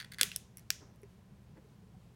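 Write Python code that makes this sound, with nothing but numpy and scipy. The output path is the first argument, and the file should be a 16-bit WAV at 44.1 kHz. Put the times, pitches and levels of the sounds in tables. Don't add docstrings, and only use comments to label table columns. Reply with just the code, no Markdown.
import sys
import numpy as np
from scipy import signal
from scipy.fft import rfft, irfft
from scipy.io import wavfile

SR = 44100
rng = np.random.default_rng(int(sys.argv[2]) if len(sys.argv) > 2 else 0)


def to_wav(sig):
    pcm = np.clip(np.atleast_2d(sig), -1, 1) * 32767
    pcm = np.round(pcm).astype(np.int16)
    wavfile.write(sys.argv[1], SR, pcm.T)


N = 94815

# start in seconds, level in dB, tilt in dB per octave.
SLIPS = [(0.0006, -45, -1), (0.0028, -43.5, 0), (0.0089, -46, -1), (0.0128, -44.5, -3), (0.0210, -51.5, 1),
         (0.0272, -50, -3.5), (0.0341, -59, -1.5), (0.0449, -52.5, -5), (0.0470, -48, -0.5),
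         (0.1172, -59.5, 0), (0.1204, -47, 2.5), (0.1224, -52.5, 3.5), (0.1251, -52.5, -0.5),
         (0.1354, -50.5, 2), (0.1401, -54, 0.5), (0.1445, -49.5, 1), (0.1852, -41, 0), (0.1907, -51, -1.5),
         (0.1936, -44, -0.5), (0.1959, -46, -4), (0.1984, -44, -3), (0.2012, -46.5, -3.5),
         (0.2038, -47, -1.5), (1.572, -67.5, -7.5), (1.578, -68.5, -4)]
CHIPS = [(0.5715, -47.5, 6), (0.5756, -63, 4), (0.5820, -55.5, 2.5), (0.5853, -62, 5), (0.5922, -68, -1),
         (0.5950, -59, 6), (0.9600, -73, 8), (1.0185, -70, 12), (1.0325, -62, -1), (1.0375, -70, -5)]
TILT_SPAN_HZ = [1600, 16000]
# frequency in Hz, relative level in dB, t60 in seconds before the ring factor.
EDGE_MODES = [(1714, -1.5, 0.014), (2000, -1.5, 0.014), (3500, -2, .012), (4000, -3, .008),
              (4414, -0.5, 0.0096), (6200, -9.5, 0.0082), (9100, -6.5, 0.005), (9500, -9.5, .006),
              (10400, -14, 0.007), (11200, -14.5, .005), (13200, -15.5, .005)]
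OBJECT_MODES = [(1684, -6, 0.018), (2430, -10.5, 0.0031), (3300, -5.5, 0.0083), (4100, -8.5, 0.013),
                (4767, -3.5, 0.012), (5595, 3, .0075), (6450, -13, .012), (7040, -1, 0.005),
                (7950, -4, 0.008), (9700, -1, .005), (10060, -4, 0.005), (11100, -9.5, 0.0017),
                (12560, -10.5, .006), (13300, -2, 0.007), (14500, -8, 0.006)]
CHIP_MODES = [(2160, 4, 0.0057), (5770, 0, 0.011), (7280, -23, 0.0058), (8370, 0, 0.0027),
              (9110, 5.5, 0.0027), (10930, 1.5, 0.0069), (12400, -10, 0.0039), (13300, -5.5, 0.0044),
              (14900, -8, 0.0043)]
# start in seconds, level in dB, ring factor, room send in relative dB, the
# fragment's ping (pitch in Hz, relative dB, t60 in seconds), then a gain in dB for each band.
CRACKS = [(0.212, -19.5, 1.1, -14, 3470, -4.5, 0.016, -2, 1, 7, 2.5, 6, -2),
          (0.232, -23, 0.47, -13.5, 3520, -10.5, 0.015, -3, -6.5, -1, -2.5, 1.5, 2),
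          (0.3167, -44.5, 1.1, -4.5, 2740, 4, 0.0067, -11.5, 0.5, 12, 0, 1, -4),
          (0.3615, -31, 0.74, -18, 5540, -17.5, 0.012, -23.5, -12, -1, 3, 8.5, 4.5),
          (0.7041, -24.5, 0.68, -17, 2365, -10, 0.01, -37.5, -6, -1, 4.5, -5.5, -3)]
CRACK_BANDS_HZ = [400, 1600, 3800, 5600, 9800, 14000]
# start in seconds, level in dB, pitch in Hz, t60 in seconds.
KNOCKS = [(0.2115, -38.5, 265, 0.045), (0.214, -41, 510, 0.058), (0.2322, -46, 409, .10),
          (0.815, -52, 394, 0.13), (1.0313, -42, 402, 0.076), (1.572, -52, 310, 0.084),
          (1.579, -52, 527, 0.067), (1.645, -53.5, 438.4, 0.086), (1.943, -58.5, 749, 0.11)]
# middle in seconds, half width in seconds, level in dB.
SURGES = [(0.147, 0.012, -59.5), (0.287, 0.026, -56.5), (1.327, 0.018, -55), (1.515, .015, -57),
          (1.838, .015, -55), (1.97, 0.021, -60)]
RUSTLES = [(0.826, 0.015, -60), (0.878, .04, -68), (1.577, 0.012, -62)]
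# time in seconds, level in dB.
SWISH = [(1.0, -100), (1.11, -77.5), (1.25, -99), (1.5, -95), (1.6, -85), (1.73, -80), (1.87, -91.5),
         (2.03, -79.5), (2.15, -89)]
# delay at the microphone in seconds, gain in dB.
ECHOES = [(.0033, -18.5), (.0080, -26), (0.0095, -23.5)]
# frequency in Hz, t60 in seconds.
ROOM_T60 = [(300, 0.14), (1500, 0.29), (3200, .33), (6000, 0.42), (10000, 0.25), (15000, .18)]
HUM_DB = [-72.5, -65.5, -73.5]
# frequency in Hz, relative level in dB.
GRIT_COLOUR = [(100, -22.5), (400, -8.5), (850, -23), (1500, 2.5), (3500, 2.5), (7000, -4), (11000, -2),
               (16000, -6.5)]
TICK_RADIATED = [(300, -10.5), (900, -14), (1800, 2.5), (4000, -5), (7000, -12.5), (15000, -17)]
CRACK_RADIATED = [(100, -18), (400, -6.5), (850, -11), (1500, 3), (3200, 3.5), (4400, -3.5), (5600, -0.5),
                  (6800, -1.5), (8000, -6), (10000, -4.5), (15000, -1.5)]
TAIL_COLOUR = [(300, 1), (1500, 2), (3000, -2), (6500, -0.5), (10000, 2), (15000, -5.5)]
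AIR_COLOUR = [(15, -49.5), (25, -22.5), (48, -6), (92, -2.5), (108, -2.5), (180, -3), (285, -17),
              (416, -14.5), (545, -20.5), (754, -22.5), (911, -24.5), (1020, -21), (1130, -27.5),
              (1610, -29.5), (4870, -37), (12500, -44), (16000, -45.5)]
SURGE_COLOUR = [(60, -30), (110, -10.5), (150, -1), (200, 1), (250, -19.5), (1200, -80)]
RUSTLE_COLOUR = [(100, -6.5), (350, 5.5), (600, -2), (1100, -7), (1900, -10.5), (3500, -34.5), (8000, -42),
                 (16000, -36)]
SWISH_COLOUR = [(500, -6.5), (3000, 0), (8000, -3.5), (16000, -11.5)]

TICK_RISE_S, CRACK_RISE_S, KNOCK_RISE_S = 0.0002, 0.00008, 0.0027


def amp(db):
    return 10 ** (np.asarray(db) / 20)


def unit(x):
    return x / np.sqrt(np.mean(x ** 2) + 1e-20)


def read(points, hz):
    f, value = np.transpose(points)
    return np.interp(np.log(hz + 1), np.log(f + 1), value)


def add(mix, s, sound):
    part = mix[max(round(s * SR), 0):][:len(sound)]
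    part += sound[:len(part)]


def colour(x, points, size=2048):
    log_gain = np.log(amp(read(points, abs(np.fft.fftfreq(size, 1 / SR)))))
    minimum_phase = np.exp(np.conj(signal.hilbert(log_gain)))
    taps = np.fft.ifft(minimum_phase).real[:size // 2]
    return signal.fftconvolve(x, taps)[:len(x)]


def noise(gain):
    return unit(irfft(rfft(rng.standard_normal(N)) * gain, N))


def at_level(x, db, span_s=0.0045):
    return amp(db) * x * np.sqrt(span_s * SR / np.sum(x ** 2))


def small_body(x, cutoff_hz=1030):
    b, a = signal.butter(4, cutoff_hz, "high", fs=SR)
    return signal.lfilter(b, a, x)


def snap(body, ring, grit_db, rise_s, size=2048):
    t = np.arange(size) / SR
    modes = sum(amp(db - 60 * t / (t60 * ring)) * np.sin(2 * np.pi * hz * t) for hz, db, t60 in body)
    fade = amp(-60 * t / (0.012 * ring))
    spectrum = rfft(rng.standard_normal(size) * fade)
    burst = irfft(spectrum / abs(spectrum)) * np.sqrt(fade)
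    sound = unit(modes) + amp(grit_db) * unit(colour(burst, GRIT_COLOUR))
    return small_body(sound * (1 - np.exp(-t / rise_s)))


def radiate(radiated, shape, db):
    click = colour(signal.unit_impulse(SR // 20), radiated)
    return at_level(colour(click, shape), db)


def ticks(rows, body, ring, grit_db, room_db, detune=0.03, scatter_db=2.5):
    direct, send = np.zeros(N), np.zeros(N)
    for s, db, tilt in rows:
        shape = [(hz, tilt * np.log2(hz / TILT_SPAN_HZ[0])) for hz in TILT_SPAN_HZ]
        touched = [(hz * (1 + detune * rng.uniform(-1, 1)), level + scatter_db * rng.normal(), t60)
                   for hz, level, t60 in body]
        sound = snap(touched, ring, grit_db, TICK_RISE_S)
        add(direct, s, at_level(colour(sound, shape), db))
        add(send, s, radiate(TICK_RADIATED, shape, db + room_db))
    return np.array([direct, send])


def room_tone(air_db=-60, drone_db=-70.5, mains_hz=60, waver_depth=0.12):
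    hz, t = np.fft.rfftfreq(N, 1 / SR), np.arange(N) / SR

    def band(centre_hz, width_hz):
        return noise(np.exp(-((hz - centre_hz) / width_hz) ** 2))

    bed = amp(air_db) * noise(amp(read(AIR_COLOUR, hz)))
    bed += amp(drone_db) * band(198, width_hz=22)
    for harmonic, db in enumerate(HUM_DB, 1):
        hum_hz = harmonic * mains_hz
        waver = waver_depth * band(hum_hz, width_hz=7)
        hum = np.sqrt(2) * np.sin(2 * np.pi * (hum_hz * t + rng.random()))
        bed += amp(db) * unit(hum + waver)
    return bed


def kitchen_tail(send, delay_s=0.0017, build_s=0.008):
    hz, t, spectra = signal.stft(rng.standard_normal(SR // 2), SR, nperseg=256)
    spectra *= amp(read(TAIL_COLOUR, hz)[:, None] - 60 * t / read(ROOM_T60, hz)[:, None])
    tail = signal.istft(spectra, SR)[1]
    tail *= np.clip((np.arange(len(tail)) / SR - delay_s) / build_s, 0, 1)
    return signal.fftconvolve(send, tail / np.linalg.norm(tail))[:N]


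def reflections(direct):
    out = np.zeros(N)
    for delay, db in ECHOES:
        add(out, delay, amp(db) * direct)
    return out


def surges():
    out, t = np.zeros(N), np.arange(N) / SR
    for s, half, db in SURGES:
        swell = np.exp(-0.5 * ((t - s) / half) ** 2)
        rumble = colour(rng.standard_normal(N), SURGE_COLOUR)
        out += amp(db) * np.sqrt(np.mean(swell ** 2)) * unit(swell * rumble)
    return out


def knocks():
    out, t = np.zeros(N), np.arange(SR // 2) / SR
    for s, db, hz, t60 in KNOCKS:
        envelope = amp(db - 60 * t / t60) * (1 - np.exp(-t / KNOCK_RISE_S))
        add(out, s, envelope * np.sin(2 * np.pi * hz * t))
    return out


def cracks():
    direct, send, t = np.zeros(N), np.zeros(N), np.arange(SR // 20) / SR
    for s, db, ring, room_db, ping_hz, ping_db, ping_t60, *band_db in CRACKS:
        shape = list(zip(CRACK_BANDS_HZ, band_db))
        fracture = snap(OBJECT_MODES, ring, grit_db=-4.5, rise_s=CRACK_RISE_S)
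        envelope = amp(-60 * t / ping_t60) * (1 - np.exp(-t / CRACK_RISE_S))
        ping = small_body(envelope * np.sin(2 * np.pi * ping_hz * t))
        add(direct, s, at_level(colour(fracture, shape), db))
        add(direct, s, at_level(colour(ping, shape), db + ping_db))
        add(send, s, radiate(CRACK_RADIATED, shape, db + room_db))
    return np.array([direct, send])


def rustles():
    t = np.arange(N) / SR
    swish_gain = amp(np.interp(t, *np.transpose(SWISH)))
    swish = unit(colour(rng.standard_normal(N), SWISH_COLOUR))
    cloth_gain = sum(amp(db) * np.exp(-0.5 * ((t - s) / half) ** 2) for s, half, db in RUSTLES)
    cloth = unit(colour(rng.standard_normal(N), RUSTLE_COLOUR))
    return cloth_gain * cloth + swish_gain * swish


def scene():
    slips = ticks(SLIPS, EDGE_MODES, ring=1, grit_db=-10, room_db=-15)
    chips = ticks(CHIPS, CHIP_MODES, ring=0.94, grit_db=-15.5, room_db=-14)
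    direct, send = slips + cracks() + chips
    clicks = direct + reflections(direct) + kitchen_tail(send)
    return (clicks + knocks() + rustles() + surges() + room_tone())[None]


def record(dry, cutoff_hz=16500):
    lowpass = signal.firwin(255, cutoff_hz, window=("kaiser", 9), fs=SR)
    return signal.oaconvolve(dry, lowpass[None], "same")


dry = scene()
out = record(dry)
to_wav(out)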